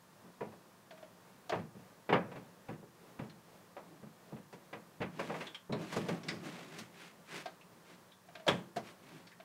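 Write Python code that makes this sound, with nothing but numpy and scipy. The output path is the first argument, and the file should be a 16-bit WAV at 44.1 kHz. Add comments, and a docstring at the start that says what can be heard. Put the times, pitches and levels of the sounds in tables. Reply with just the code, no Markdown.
"""Clutch linkage under a parked car

Close to the gearbox, engine off, the clutch is worked by pedal. Each impact excites the natural modes
of the part struck: the lever knocks against its stops and shakes the housing, a loose rod taps
hollowly and a small steel part clinks, all echoing between floor and underbody. Sliding surfaces rub
by stick-slip friction. Behind them lie a soft murmur of the body, a faint hum and microphone hiss."""
import sys
import numpy as np
from scipy import signal
from scipy.fft import rfft, irfft
from scipy.io import wavfile

SR = 44100
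rng = np.random.default_rng(int(sys.argv[2]) if len(sys.argv) > 2 else 0)


def wav_out(sig):
    """Save sig, one row per channel (or a flat mono array), as 16-bit PCM at SR to the path in sys.argv[1]."""
    wavfile.write(sys.argv[1], SR, np.round(np.clip(np.atleast_2d(sig).T, -1, 1) * 32767).astype(np.int16))


N = 416304
TIME = np.arange(N) / SR


def amp(db):
    """Amplitude ratio of a level in decibels."""
    return 10 ** (np.asarray(db) / 20)


def unit(x):
    """Normalisation to rms 1."""
    return x / np.sqrt(np.mean(x ** 2) + 1e-20)


def curve_at(points, hz):
    """Interpolation on a logarithmic frequency axis."""
    point_hz, value = np.transpose(points)
    return np.interp(np.log(hz + 1), np.log(point_hz + 1), value)


def coloured(x, spectrum):
    """Spectral shaping, normalised to rms 1."""
    gain = amp(curve_at(spectrum, np.fft.rfftfreq(N, 1 / SR)))
    return unit(irfft(rfft(x) * gain, N))


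def drift(rate_hz):
    """Random fluctuation: low-pass noise of rms 1."""
    passband = np.fft.rfftfreq(N, 1 / SR) < rate_hz
    return unit(irfft(rfft(rng.standard_normal(N)) * passband, N))


def decay(t, t60):
    """Exponential damping by 60 dB in t60 seconds."""
    return np.exp(-np.log(1000) * t / t60)


# Air and microphone hiss: (frequency [Hz], relative spectral density [dB])
HISS_SPECTRUM = [(15, -53), (25, -37), (75, -26), (107, 4), (144, -9), (178, 12), (233, -17), (469, -7.5),
                 (782, -11.5), (1050, -1.5), (1270, -7.5), (1900, -8.5), (2060, -16), (5730, -16),
                 (15500, -21.5)]
# Tones of the hum: (frequency [Hz], relative level [dB])
HUM_TONES = [(188.4, -80), (909.8, -80.5), (1206, -83)]
def hiss_and_hum(hiss_db, hum_gain_db, waver_rad):
    """Stationary noise lies under faint tones that waver by random phase modulation."""
    hum = sum(amp(db) * np.sqrt(2) * np.sin(2 * np.pi * hz * TIME + waver_rad * drift(8.6))
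              for hz, db in HUM_TONES)
    hiss = coloured(rng.standard_normal(N), HISS_SPECTRUM)
    return amp(hiss_db) * hiss + amp(hum_gain_db) * hum


# Murmur of the car body: (frequency [Hz], relative spectral density [dB])
MURMUR_SPECTRUM = [(50, -23.5), (170, -2), (280, -7.5), (560, -7), (1100, -14.5), (8000, -32.5)]
def body_murmur(level_db):
    """Weight shifting on the pedal stirs the body: dull noise under slow amplitude modulation."""
    return amp(level_db + 2 * drift(4)) * coloured(rng.standard_normal(N), MURMUR_SPECTRUM)


# Sliding strokes: (centre time [s], half length [s], scrape level [dB], rumble level [dB])
STROKES = [(0.27, 0.04, -79, -56), (3.937, 0.1, -73, -58.5), (5.241, 0.086, -53.5, -47),
           (5.408, 0.084, -54, -51), (5.823, 0.043, -54.5, -43.5), (5.96, 0.076, -48.5, -49.5),
           (6.115, 0.075, -54, -41), (6.317, 0.08, -57, -46.5), (6.467, 0.037, -53, -48),
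           (6.571, 0.11, -53, -49), (6.779, 0.076, -53.5, -53.5), (7.03, 0.079, -54.5, -62),
           (7.36, 0.062, -45.7, -52.5), (7.91, 0.054, -60, -61), (8.881, 0.042, -55, -71),
           (9.131, 0.12, -61, -57)]
# Scraping surfaces and rumbling body: (frequency [Hz], relative spectral density [dB])
SCRAPE_SPECTRUM = [(240, -39), (400, 3), (445, -8), (942, -8), (1050, -6), (2150, -4), (8930, -21.5),
                   (15500, -34.5)]
RUMBLE_SPECTRUM = [(50, -34), (100, -21), (165, 9.5), (215, -2), (290, 2), (370, -1), (460, -8.5),
                   (620, -6.5), (1200, -16), (3000, -52)]
def sliding(slips_per_s, slip_spread_db, flutter_db):
    """Stick-slip friction: tiny slips scrape and the body rumbles, both in proportion to speed."""
    scrape_gain, rumble_gain = np.zeros((2, N))
    for centre, half, scrape_db, rumble_db in STROKES:
        speed = np.exp(-((TIME - centre) / half) ** 2)
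        scrape_gain += amp(scrape_db) * speed
        rumble_gain += amp(rumble_db) * speed
    slipping = rng.random(N) < slips_per_s / SR
    strength = amp(slip_spread_db * np.minimum(rng.exponential(1, N), 4))
    slips = slipping * strength * rng.choice([-1, 1], N)
    scrape = coloured(unit(slips) + rng.standard_normal(N), SCRAPE_SPECTRUM)
    scrape *= amp(flutter_db * drift(70))
    rumble = coloured(rng.standard_normal(N), RUMBLE_SPECTRUM)
    return scrape_gain * scrape + rumble_gain * rumble


# Where an impact's thud, level, clack and tick apply: (frequency [Hz])
TIMBRE_HZ = [170, 600, 2400, 5800]
# Damping of a contact, before decay_scale: (frequency [Hz], 60 dB decay time [s])
CONTACT_DECAY = [(100, 0.43), (500, 0.24), (2000, 0.17), (8000, 0.11)]
# Reverberation between floor and underbody: (frequency [Hz], 60 dB decay time [s])
ECHO_DECAY = [(100, 0.54), (300, 0.46), (1000, 0.43), (3000, 0.26), (10000, 0.37)]
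def impacts(blows, modes, spectrum, gain_db, ring_db, echo_db, chatter_s, attack_s, decay_scale,
            resonance_db, resonance_q):
    """Impact excitation: metal on metal gives a dense rattle, damped modes and reverberation.
    Blows are (time [s], level [dB], thud [dB], clack [dB], tick [dB], resonance [Hz])."""
    size = 2 ** 15
    t, hz = np.arange(size) / SR, np.fft.rfftfreq(size, 1 / SR)
    centres = np.geomspace(42, 15200, 18)[:, None]  # half-octave bands
    bands = np.sqrt(np.maximum(1 - 2 * abs(np.log2((hz + 1) / centres)), 0))
    shaped = bands * amp(curve_at(spectrum, hz))
    band_gain = np.sqrt((shaped ** 2).sum(1) / (bands ** 2).sum(1))[:, None]
    # the parts chatter before they settle
    contact = decay(np.maximum(t - chatter_s, 0), curve_at(CONTACT_DECAY, centres) * decay_scale)
    echo = amp(echo_db) * decay(t, curve_at(ECHO_DECAY, centres)) * (1 - np.exp(-t / 0.015))
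    onset = 1 - np.exp(-t / (attack_s + 0.58 / centres))  # low bands need a cycle to swell
    envelope = onset * np.hypot(contact, echo)
    mode_hz, mode_db, mode_t60 = np.transpose(modes)[:, :, None]
    mode_envelope = decay(t, mode_t60) * (1 - np.exp(-t / attack_s))
    out = np.zeros(N)
    for time, db, thud, clack, tick, resonance_hz in blows:
        timbre = list(zip(TIMBRE_HZ, [thud, 0, clack, tick]))
        rattle = irfft(rfft(rng.standard_normal(size)) * shaped) * envelope
        rattle *= np.sqrt((envelope ** 2).sum(1) / (rattle ** 2).sum(1))[:, None]
        rattle *= band_gain * amp(curve_at(timbre, centres))
        # each blow lands differently and so shares its energy differently among the modes
        share, phase = rng.uniform(-1.03, 1, (2, len(modes), 1))
        ring = mode_envelope * np.sin(2 * np.pi * mode_hz * t + np.pi * phase)
        ring *= amp(mode_db + ring_db + 4 * share + curve_at(timbre, mode_hz))
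        blow = rattle.sum(0) + ring.sum(0)
        # the point of contact brings out one resonance above the rest
        resonance = signal.lfilter(*signal.iirpeak(resonance_hz, resonance_q, fs=SR), blow)
        sound = amp(db + gain_db) * (blow + amp(resonance_db) * resonance)
        span = out[round(time * SR):][:size]
        span += sound[:len(span)]
    return out


MEDIUM_BLOW_DB = -31.5
# Lever on its stops: (time [s], relative level [dB], body thud [dB], contact hardness [dB])
LEVER_KNOCKS = [(0.407, -27, -12.5, -22), (0.519, -44.5, -22, -16.5), (1.521, -19, -20, -17.5),
                (1.551, -39.5, 9, -9), (1.75, -50, 7.5, -20), (2.091, -22, -7.5, -13),
                (2.126, -14, -12.5, -10), (2.314, -39.5, -6, -12), (2.356, -38, -1.5, -12),
                (2.685, -32.5, -2, -16.5), (2.827, -46, -1.5, -27), (3.191, -35.5, 2, -12.5),
                (3.765, -33, -24, -19), (4.027, -44, 0, -20), (4.323, -38, 1.5, -29), (4.526, -41, -7, -14),
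                (4.729, -34, -11.5, -9), (5.004, -30.5, -2, -16), (5.016, -31, -6, -5.5),
                (5.192, -26, -17, -11.5), (5.297, -26, -16, -18), (5.34, -28.5, -29, -15),
                (5.407, -37.5, -20, -0.5), (5.694, -32.5, 1.5, -31), (5.725, -25.5, -3.5, -23),
                (5.925, -32, -34, -12), (5.964, -25, -6.5, -17), (6.086, -26.5, -8, -13.5),
                (6.313, -41.5, 4.5, -12), (8.478, -17, -10, -11), (8.761, -31.5, -9, -14.5)]
# Sticking surfaces breaking free: (time [s], relative level [dB])
RELEASE_SNAPS = [(4.527, -60.5), (5.192, -52), (5.924, -46.5), (5.963, -46), (6.085, -47.5), (6.785, -45.5),
                 (8.478, -40.5), (8.762, -48.5)]
# Modes of lever and housing: (frequency [Hz], relative level [dB], 60 dB decay time [s])
HOUSING_MODES = [(180.4, -3.5, 0.45), (213.7, 0, 0.42), (339, -13.5, 0.73), (419.2, -3.5, 0.2),
                 (475, -8, 0.14), (561.6, -6.5, 0.18), (870, -27, 0.14), (923, -24, 0.26), (973, -3, 0.23),
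                 (1111, -9, 0.21), (1630, -16.5, 0.28), (1970, -1, 0.16), (2110, -13, 0.3),
                 (2700, -4.5, 0.11)]
# Rattle of the lever: (frequency [Hz], relative half-octave level [dB])
LEVER_SPECTRUM = [(45, -53), (75, -33), (110, -11), (160, -5.5), (300, -10.5), (480, -11), (800, -10),
                  (1100, -9), (1900, -6), (2750, -2.5), (3100, -6), (4800, -6.5), (7000, -10.5),
                  (15000, -22)]
def lever_knocks():
    """Knocks and dry snaps excite the housing; a heavier knock has a longer contact and less treble."""
    knocks, bumps = [], []
    for time, db, thud, hardness in LEVER_KNOCKS:
        tick = hardness - 16.5 - 0.47 * (db - MEDIUM_BLOW_DB)
        knocks.append((time, db, thud, hardness, tick, 471))
        if thud > -14:  # after shaking the body, the lever settles with a dull bump
            bumps.append((time + 0.04, db + thud - 16, 6.5, -7, -23.5, 181))
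    snaps = [(time, db, 2, -0.44, 6.1, 232) for time, db in RELEASE_SNAPS]
    return impacts(knocks + bumps + snaps, HOUSING_MODES, LEVER_SPECTRUM,
                   gain_db=-8, ring_db=-3.5, echo_db=-10, chatter_s=0.0088, attack_s=0.00076,
                   decay_scale=0.81, resonance_db=-4, resonance_q=8.4)


# Taps of the loose rod: (time [s], relative level [dB], contact hardness [dB], resonance [Hz])
ROD_TAPS = [(0.907, -47, -0.5, 630), (0.975, -58.5, 6, 635), (1.026, -46.5, -6.5, 611),
            (1.494, -31, -7.5, 740), (7.457, -36, -6, 743), (8.286, -52.5, -3, 742), (8.352, -46.5, 5, 650),
            (8.397, -49, -1.5, 627), (8.466, -27.5, -18, 596), (8.767, -33, -11.5, 730),
            (9.399, -53.5, 5, 645)]
# Modes of the rod: (frequency [Hz], relative level [dB], 60 dB decay time [s])
ROD_MODES = [(636, -5, 0.22), (689, 4.5, 0.094), (930, -9, 0.26), (1584, -6, 0.18), (2810, -17, 0.085),
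             (2900, -36, 0.11)]
# Rattle of the rod: (frequency [Hz], relative half-octave level [dB])
ROD_SPECTRUM = [(100, -52), (300, -9), (700, -18.5), (1100, -13), (2000, -10.5), (4200, -9), (8000, -24),
                (15000, -36)]
def rod_taps(thud_db):
    """A narrow midrange resonance makes the rod sound hollow; a stronger tap ticks more sharply."""
    taps = []
    for time, db, hardness, hz in ROD_TAPS:
        tick = hardness + 5 + 0.7 * (db - MEDIUM_BLOW_DB)
        taps.append((time, db, thud_db, hardness, tick, hz))
    return impacts(taps, ROD_MODES, ROD_SPECTRUM,
                   gain_db=-3.5, ring_db=-5.5, echo_db=-11, chatter_s=0.0025, attack_s=0.00089,
                   decay_scale=0.59, resonance_db=11.5, resonance_q=20.3)


# Clinks of the small steel part: (time [s], relative level [dB], resonance [Hz])
STEEL_CLINKS = [(3.296, -58.5, 4150), (5.467, -47.5, 3400), (5.545, -46.5, 3200), (5.723, -45, 4080),
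                (6.232, -51.5, 5600), (6.284, -35.5, 4960), (6.287, -43, 1990), (7.61, -61.5, 2660),
                (8.117, -63, 3570), (8.479, -29, 3260), (9.269, -56, 4500), (9.315, -58.5, 1850)]
# Modes of the steel part: (frequency [Hz], relative level [dB], 60 dB decay time [s])
STEEL_MODES = [(1594, -8.5, 0.33), (3190, -11, 0.095), (3195, -4, 0.053), (3360, -24, 0.092),
               (3470, -8.5, 0.18), (3800, -4.5, 0.1), (4190, -8, 0.11), (5050, -25, 0.099),
               (5440, -5.5, 0.13)]
# Rattle of the steel part: (frequency [Hz], relative half-octave level [dB])
STEEL_SPECTRUM = [(150, -35), (1000, -20), (2200, -13), (5200, -17.5), (8000, -16.5), (15000, -42)]
def steel_clinks(thud_db, clack_db, tick_db):
    """A small, stiff part has high natural frequencies; each clink brings out its own pitch."""
    clinks = [(time, db, thud_db, clack_db, tick_db, hz) for time, db, hz in STEEL_CLINKS]
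    return impacts(clinks, STEEL_MODES, STEEL_SPECTRUM,
                   gain_db=2.5, ring_db=-11, echo_db=-11, chatter_s=0.0017, attack_s=0.0014,
                   decay_scale=0.69, resonance_db=12.5, resonance_q=10.7)


def scene():
    """Superposition: the sound pressures of all sources add at one point."""
    mix = lever_knocks()
    mix += rod_taps(thud_db=-16.5)
    mix += steel_clinks(thud_db=-22, clack_db=2.4, tick_db=-3.5)
    mix += sliding(slips_per_s=1200, slip_spread_db=1, flutter_db=1.1)
    mix += body_murmur(level_db=-63.5)
    mix += hiss_and_hum(hiss_db=-65.5, hum_gain_db=1, waver_rad=0.84)
    return mix[None]


def record(dry):
    """Band limiting: a steep low-pass filter removes the highest treble."""
    low_pass = signal.firwin(511, 15780, window=("kaiser", 9), fs=SR)
    return signal.oaconvolve(dry, low_pass[None], "same")


dry = scene()
out = record(dry)
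wav_out(out)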